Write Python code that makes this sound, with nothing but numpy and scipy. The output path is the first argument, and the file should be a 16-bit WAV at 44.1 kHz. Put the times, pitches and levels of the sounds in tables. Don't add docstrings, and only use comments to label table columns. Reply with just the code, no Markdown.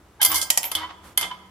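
import sys
import numpy as np
from scipy import signal
from scipy.fft import rfft, irfft
from scipy.io import wavfile
from scipy.ndimage import uniform_filter1d

SR = 44100
rng = np.random.default_rng(int(sys.argv[2]) if len(sys.argv) > 2 else 0)


def inscribe(sig):
    pcm = np.round(np.clip(np.atleast_2d(sig).T, -1, 1) * 32767)
    wavfile.write(sys.argv[1], SR, pcm.astype(np.int16))


N = 66150
T = np.arange(N) / SR
FREQS = np.arange(N // 2 + 1) * SR / N
LN_1000 = np.log(1000)


def undb(db):
    return 10 ** (np.asarray(db) / 20)


def unit(x):
    return x / np.sqrt(np.mean(x ** 2) + 1e-20)


def gain_at(hz, curve):
    freqs, db = np.array(curve, float).T
    return undb(np.interp(np.log(np.maximum(hz, 1)), np.log(freqs), db))


def swell(start, rise, decay):
    age = T - start
    return np.clip(age / rise, 0, 1) * np.exp(-np.maximum(age - rise, 0) / decay)


# (frequency [Hz], side against mid [dB])
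WIDTH = [(25, -12.5), (60, -20.5), (250, -14.5), (600, -13.5), (2000, -4), (4000, -4), (8000, 0),
         (12000, -2.5)]


def spread(mid, side, hz):
    width = gain_at(hz, WIDTH)
    return np.array([mid + width * side, mid - width * side])


def noise(colour, lo=0, hi=SR, emphasis=1):
    mid, side = rfft(rng.standard_normal((2, N)))
    spectrum = spread(mid, side, FREQS) * gain_at(FREQS, colour) * emphasis
    return unit(irfft(spectrum * (FREQS >= lo) * (FREQS < hi), N))


# (frequency [Hz], relative level [dB])
AIR_COLOUR = [(20, -22.5), (45, -14.5), (72, -0.5), (120, -14), (190, -12.5), (260, -16.5), (340, -11),
              (480, -17.5), (1200, -20), (2400, -29.5), (5000, -36), (12000, -40), (16000, -48)]


def room_tone():
    return undb(-53.5) * noise(AIR_COLOUR)


def friction_tone(hz, waver):
    drift = unit(uniform_filter1d(rng.standard_normal(N), size=200))
    phase = 2 * np.pi * np.cumsum(hz * (1 + waver * drift)) / SR
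    return unit(spread(np.sin(phase), np.cos(phase), np.mean(hz)))


# (time [s], attack [s], decay [s], pitch at the peak [Hz], glide [Hz/s], level [dB])
CREAKS = [(0.192, .01, 0.012, 860, -6000, -40), (.199, .009, 0.016, 1602, -9, -33.5),
          (.201, 0.0091, 0.015, 3083, 0, -36.5), (.342, .008, 0.006, 1008, 1999, -27.5),
          (0.343, 0.02, 0.037, 2117, -3, -30.5), (0.806, 0.04, 0.0074, 989.5, 1094, -28.5),
          (0.816, 0.016, 0.019, 1950, 1495.5, -38), (0.813, 0.036, 0.02, 3084, -1200, -40.5),
          (1.302, 0.018, 0.013, 1002, 4.5, -32), (1.308, 0.0065, 0.013, 3067, 0, -35.5)]


def pivot_creaks(glide_span_s=0.033):
    out = np.zeros((2, N))
    for start, rise, decay, hz, glide, db in CREAKS:
        pitch = hz + glide * np.clip(T - start - rise, -glide_span_s, glide_span_s)
        out += undb(db) * swell(start, rise, decay) * friction_tone(pitch, waver=0.005)
    return out


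# (frequency [Hz], relative level [dB])
SCRAPE_COLOUR = [(300, -7.5), (700, -4.5), (3500, 2.5), (6000, -3), (12000, -24), (16000, -31)]


def stick_slip(resonances, slips_per_s=900, scatter_db=1.5):
    f = FREQS + SR / N
    slips = (rng.random((2, N)) < slips_per_s / SR) * undb(scatter_db * rng.standard_normal((2, N)))
    body = sum(undb(db) / (1 + 1j * (f * f - hz * hz) / (f * width)) for hz, width, db in resonances)
    scrape = irfft(spread(*rfft(slips), f) * body * gain_at(f, SCRAPE_COLOUR), N)
    running_power = uniform_filter1d(np.mean(scrape ** 2, axis=0), size=900)
    return scrape / np.sqrt(running_power + 1e-20)


# (time [s], attack [s], decay [s], groan level [dB], rasp level [dB])
RUBS = [(0.197, .014, .008, -43, -38), (.293, 0.029, 0.025, -26.5, -29), (.33, 0.051, 0.022, -45, -38.5),
        (.755, 0.027, 0.037, -34.5, -34), (0.799, 0.035, 0.023, -35.5, -44),
        (0.889, 0.016, 0.017, -39, -48.5), (1.302, 0.013, 0.023, -38, -40.5)]
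# (frequency [Hz], bandwidth [Hz], relative level [dB])
GROAN_MODES = [(830, 59, -0.5), (973.5, 52, 10.5), (1096, 62, 3.5), (1238, 140, -8.5)]
RASP_MODES = [(1702, 17, 0.5), (2000, 90, -10.5), (2172, 23, 2.5), (3070, 58, 3), (3460, 200, -8)]


def pivot_scrape():
    groan = sum(undb(db) * swell(*timing) for *timing, db, _ in RUBS)
    rasp = sum(undb(db) * swell(*timing) for *timing, _, db in RUBS)
    return groan * stick_slip(GROAN_MODES) + rasp * stick_slip(RASP_MODES)


def ring(start, rise, hz, t60):
    offset = rng.uniform(0, 2 * np.pi)
    side_shift = rng.choice([-1, 1]) * np.pi / 2
    live = slice(int(start * SR), int((start + rise + t60) * SR))
    age = T[live] - start
    phase = 2 * np.pi * hz * age + offset
    fade = np.clip(age / rise, 0, 1) * np.exp(-LN_1000 * np.maximum(age - rise, 0) / t60)
    tone = spread(np.sin(phase), np.sin(phase + side_shift), hz)
    out = np.zeros((2, N))
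    out[:, live] = np.sqrt(2) * tone / np.hypot(1, gain_at(hz, WIDTH)) * fade
    return out


# (low edge [Hz], high edge [Hz], base tail level [dB], base tail t60 [s])
BANDS = [(126, 1400, -9.5, 0.28), (1297, 2800, -12, 0.23), (2900, 4500, -19, 0.36),
         (3920, 10000, -13, 0.25), (9750, 18000, -17, 0.23)]


def metal_hits(hits, modes, colour, tail_trim_db, ring_trim_db=-2.5, sustain=0.89):
    boost_db, half_width_hz = 24, 28
    peaks = sum(undb(db + boost_db) ** 2 / (1 + ((FREQS - hz) / half_width_hz) ** 2) ** 2
                for hz, db, _ in modes)
    out = np.zeros((2, N))
    for band, (lo, hi, tail_db, t60) in enumerate(BANDS):
        power = 0
        for start, rise, decay, *levels in hits:
            chatter = swell(start, rise, decay)
            tail = undb(tail_db + tail_trim_db) * swell(start, rise, sustain * t60 / LN_1000)
            power += undb(levels[band]) ** 2 * (chatter ** 2 + tail ** 2)
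        out += np.sqrt(power) * noise(colour, lo, hi, emphasis=np.sqrt(1 + peaks))
    crossovers = [hi for _, hi, *_ in BANDS[:-1]]
    for start, rise, _, *levels in hits:
        for hz, db, t60 in modes:
            drive_db = levels[np.searchsorted(crossovers, hz)]
            out += undb(drive_db + db + ring_trim_db) * ring(start, rise, hz, t60)
    return out


# (time [s], attack [s], chatter decay [s], five band levels from low to high [dB])
CLANKS = [(.2143, 0.0022, 0.016, -30.5, -25, -18.5, -21.5, -16),
          (.2285, 0.0011, 0.0081, -41, -28, -24.5, -17.5, -12),
          (.2487, 0.00031, 0.0069, -30.5, -25, -19.5, -15.5, -8),
          (.2603, 0.00062, 0.0058, -34.5, -37, -21, -20, -15.5),
          (.3168, 0.00043, 0.0017, -53, -40, -30, -19.5, -17.5),
          (.3435, 0.0012, 0.01, -38.5, -40.5, -26, -19.5, -20.5),
          (.3567, 0.0004, 0.024, -38.5, -47, -28, -21, -19.5),
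          (.379, .002, 0.0052, -37.5, -34, -33, -24.5, -30),
          (.4135, 0.0015, 0.011, -58, -39, -29, -20.5, -26.5),
          (.4255, 0.0011, 0.0088, -37.5, -40.5, -37, -22.5, -29),
          (.7145, 0.0028, 0.0054, -32, -31.5, -26.5, -28, -21.5),
          (.7503, 0.0013, 0.0081, -35.5, -31.5, -17.5, -25, -22.5),
          (1.1742, 0.0024, 0.0043, -31, -24, -16.5, -20, -11),
          (1.2103, 0.0013, 0.0098, -34, -29, -28.5, -26.5, -26.5),
          (1.227, 0.0011, 0.03, -31.5, -32, -28.5, -34.5, -55)]
# (frequency [Hz], relative level [dB], t60 [s])
IRON_MODES = [(994, -18, 0.59), (1284, -17.5, 0.87), (1593, -16.5, 0.79), (2095, -8, 0.32),
              (2107, -19, 0.5), (3065, -11, 0.13), (3164, -13.5, 0.19), (3300, -24, 0.25),
              (3401, -14, 0.11), (3455, -15.5, 0.071), (4460, -17, .2), (4870, -18, .28), (5233, -27, 0.46),
              (6030, -22, .17), (7020, -27.5, 0.075), (8190, -15, 0.15), (9560, -13, 0.129),
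              (10900, -12.5, 0.04), (11150, -20, 0.099), (11760, -15.5, 0.085)]
# (frequency [Hz], relative level [dB])
IRON_COLOUR = [(130, -18.5), (450, -14), (800, -2), (1250, -7), (1750, -4.5), (2100, -3.5), (2600, -3.5),
               (3150, 1.5), (3550, 4), (4000, -9), (5000, -3.5), (9000, -8), (11300, 0.5), (12400, 0.5),
               (13600, -12), (16000, -27)]


def arm_clanks():
    return metal_hits(CLANKS, IRON_MODES, IRON_COLOUR, tail_trim_db=2.5)


# (time [s], attack [s], decay [s], pitch [Hz], level [dB])
SQUEAKS = [(.228, .004, .025, 8550, -32), (.343, .02, .03, 8555, -32), (.228, .03, .016, 12245, -23),
           (.262, .05, .05, 12140, -27.5), (.255, .055, .032, 15200, -27), (.41, .03, .06, 15203, -45),
           (.585, .02, .025, 15200, -45), (.63, .028, .022, 12180, -27)]


def squeaks():
    return sum(undb(db) * swell(*timing) * friction_tone(hz, waver=0.00045)
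               for *timing, hz, db in SQUEAKS)


# (time [s], low mode level [dB], middle mode level [dB], top mode level [dB])
THUMPS = [(.262, -45.5, -56, -43.5), (.738, -48.5, -55, -45.5), (1.15, -54.5, -60, -57),
          (1.205, -75, -53, -64.5)]
# (frequency [Hz], t60 [s])
TABLE_MODES = [(84, 0.49), (187, 1.2), (317, 0.45)]


def table_thumps(rise_s=0.025):
    return sum(undb(db) * ring(start, rise_s, hz, t60)
               for start, *levels in THUMPS for db, (hz, t60) in zip(levels, TABLE_MODES))


# (time [s], attack [s], chatter decay [s], five band levels from low to high [dB])
SNAPS = [(.502, 0.001, 0.0046, -27.5, -22, -13.5, -10, -9),
         (.574, 0.0011, 0.0061, -25, -24, -25.5, -11.5, -14),
         (.6314, 0.00053, 0.0009, -47, -30.5, -20.5, -27, -21),
         (.641, 0.00098, 0.0017, -32.5, -23.5, -24, -28.5, -20.5),
         (.652, 0.0011, .008, -37, -53, -38, -41, -27.5)]
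# (frequency [Hz], relative level [dB], t60 [s])
CATCH_MODES = [(584, -13.5, .04), (740, -12, .04), (926, -12, 0.096), (1920, -15.5, 0.22),
               (2250, -24, 0.073), (3106, -20, 0.062), (4650, -16.5, .1), (5351, -15, 0.083),
               (7063, -37, .13), (7192, -17, .15), (7650, -21, 0.09), (8580, -22, 0.078), (10400, -24, .09),
               (10500, -32, 0.14)]
# (frequency [Hz], relative level [dB])
CATCH_COLOUR = [(130, -30.5), (300, -6.5), (450, -29), (600, -9), (760, -5.5), (1000, -3.5), (1490, -14.5),
                (1930, -10.5), (2500, -5.5), (3070, -4.5), (4150, -16), (5400, -4.5), (7200, -2.5),
                (9500, -7.5), (11600, -5), (13200, -10), (14200, -21.5), (16000, -27.5)]


def catch_snaps():
    return metal_hits(SNAPS, CATCH_MODES, CATCH_COLOUR, tail_trim_db=-1.5)


# (time [s], level [dB])
BRUSH_ENVELOPE = [(1.02, -68), (1.044, -48), (1.075, -46.5), (1.101, -51.5), (1.135, -54.5)]
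# (frequency [Hz], relative level [dB])
BRUSH_COLOUR = [(300, 8.5), (1200, 9), (2500, -0.5), (6000, -6), (12000, -4.5), (16000, -20)]


def arm_brush():
    times, db = np.array(BRUSH_ENVELOPE).T
    envelope = undb(np.interp(T, times, db)) * (T > times[0]) * (T < times[-1])
    return envelope * noise(BRUSH_COLOUR)


# (frequency [Hz], relative level [dB])
REVERB_COLOUR = [(100, 13), (400, 10.5), (1100, 2.5), (2500, -4), (6000, -11), (14000, -27.5)]


def room_reverb(source, t60_s=0.9, send_db=-13.5):
    mid, side = rfft(rng.standard_normal((2, N)))
    reflections = irfft(spread(mid, side, FREQS) * gain_at(FREQS, REVERB_COLOUR), N)
    fade = swell(start=0.0016, rise=0.0039, decay=t60_s / LN_1000)
    response = reflections * fade / np.sqrt(np.sum(fade ** 2))
    return undb(send_db) * signal.fftconvolve(source, response, axes=1)[:, :N]


def scene(pan_right_db=2.3):
    bank = arm_clanks() + catch_snaps() + pivot_scrape() + pivot_creaks() + squeaks() + arm_brush()
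    pan = undb(np.array([[-pan_right_db], [pan_right_db]]) / 2)
    direct = bank * pan + table_thumps()
    return direct + room_reverb(direct) + room_tone()


def record(dry, top_hz=16000):
    lowpass = signal.ellip(8, 0.2, 70, top_hz, fs=SR, output="sos")
    return signal.sosfilt(lowpass, np.clip(dry, -1, 1))


dry = scene()
out = record(dry)
inscribe(out)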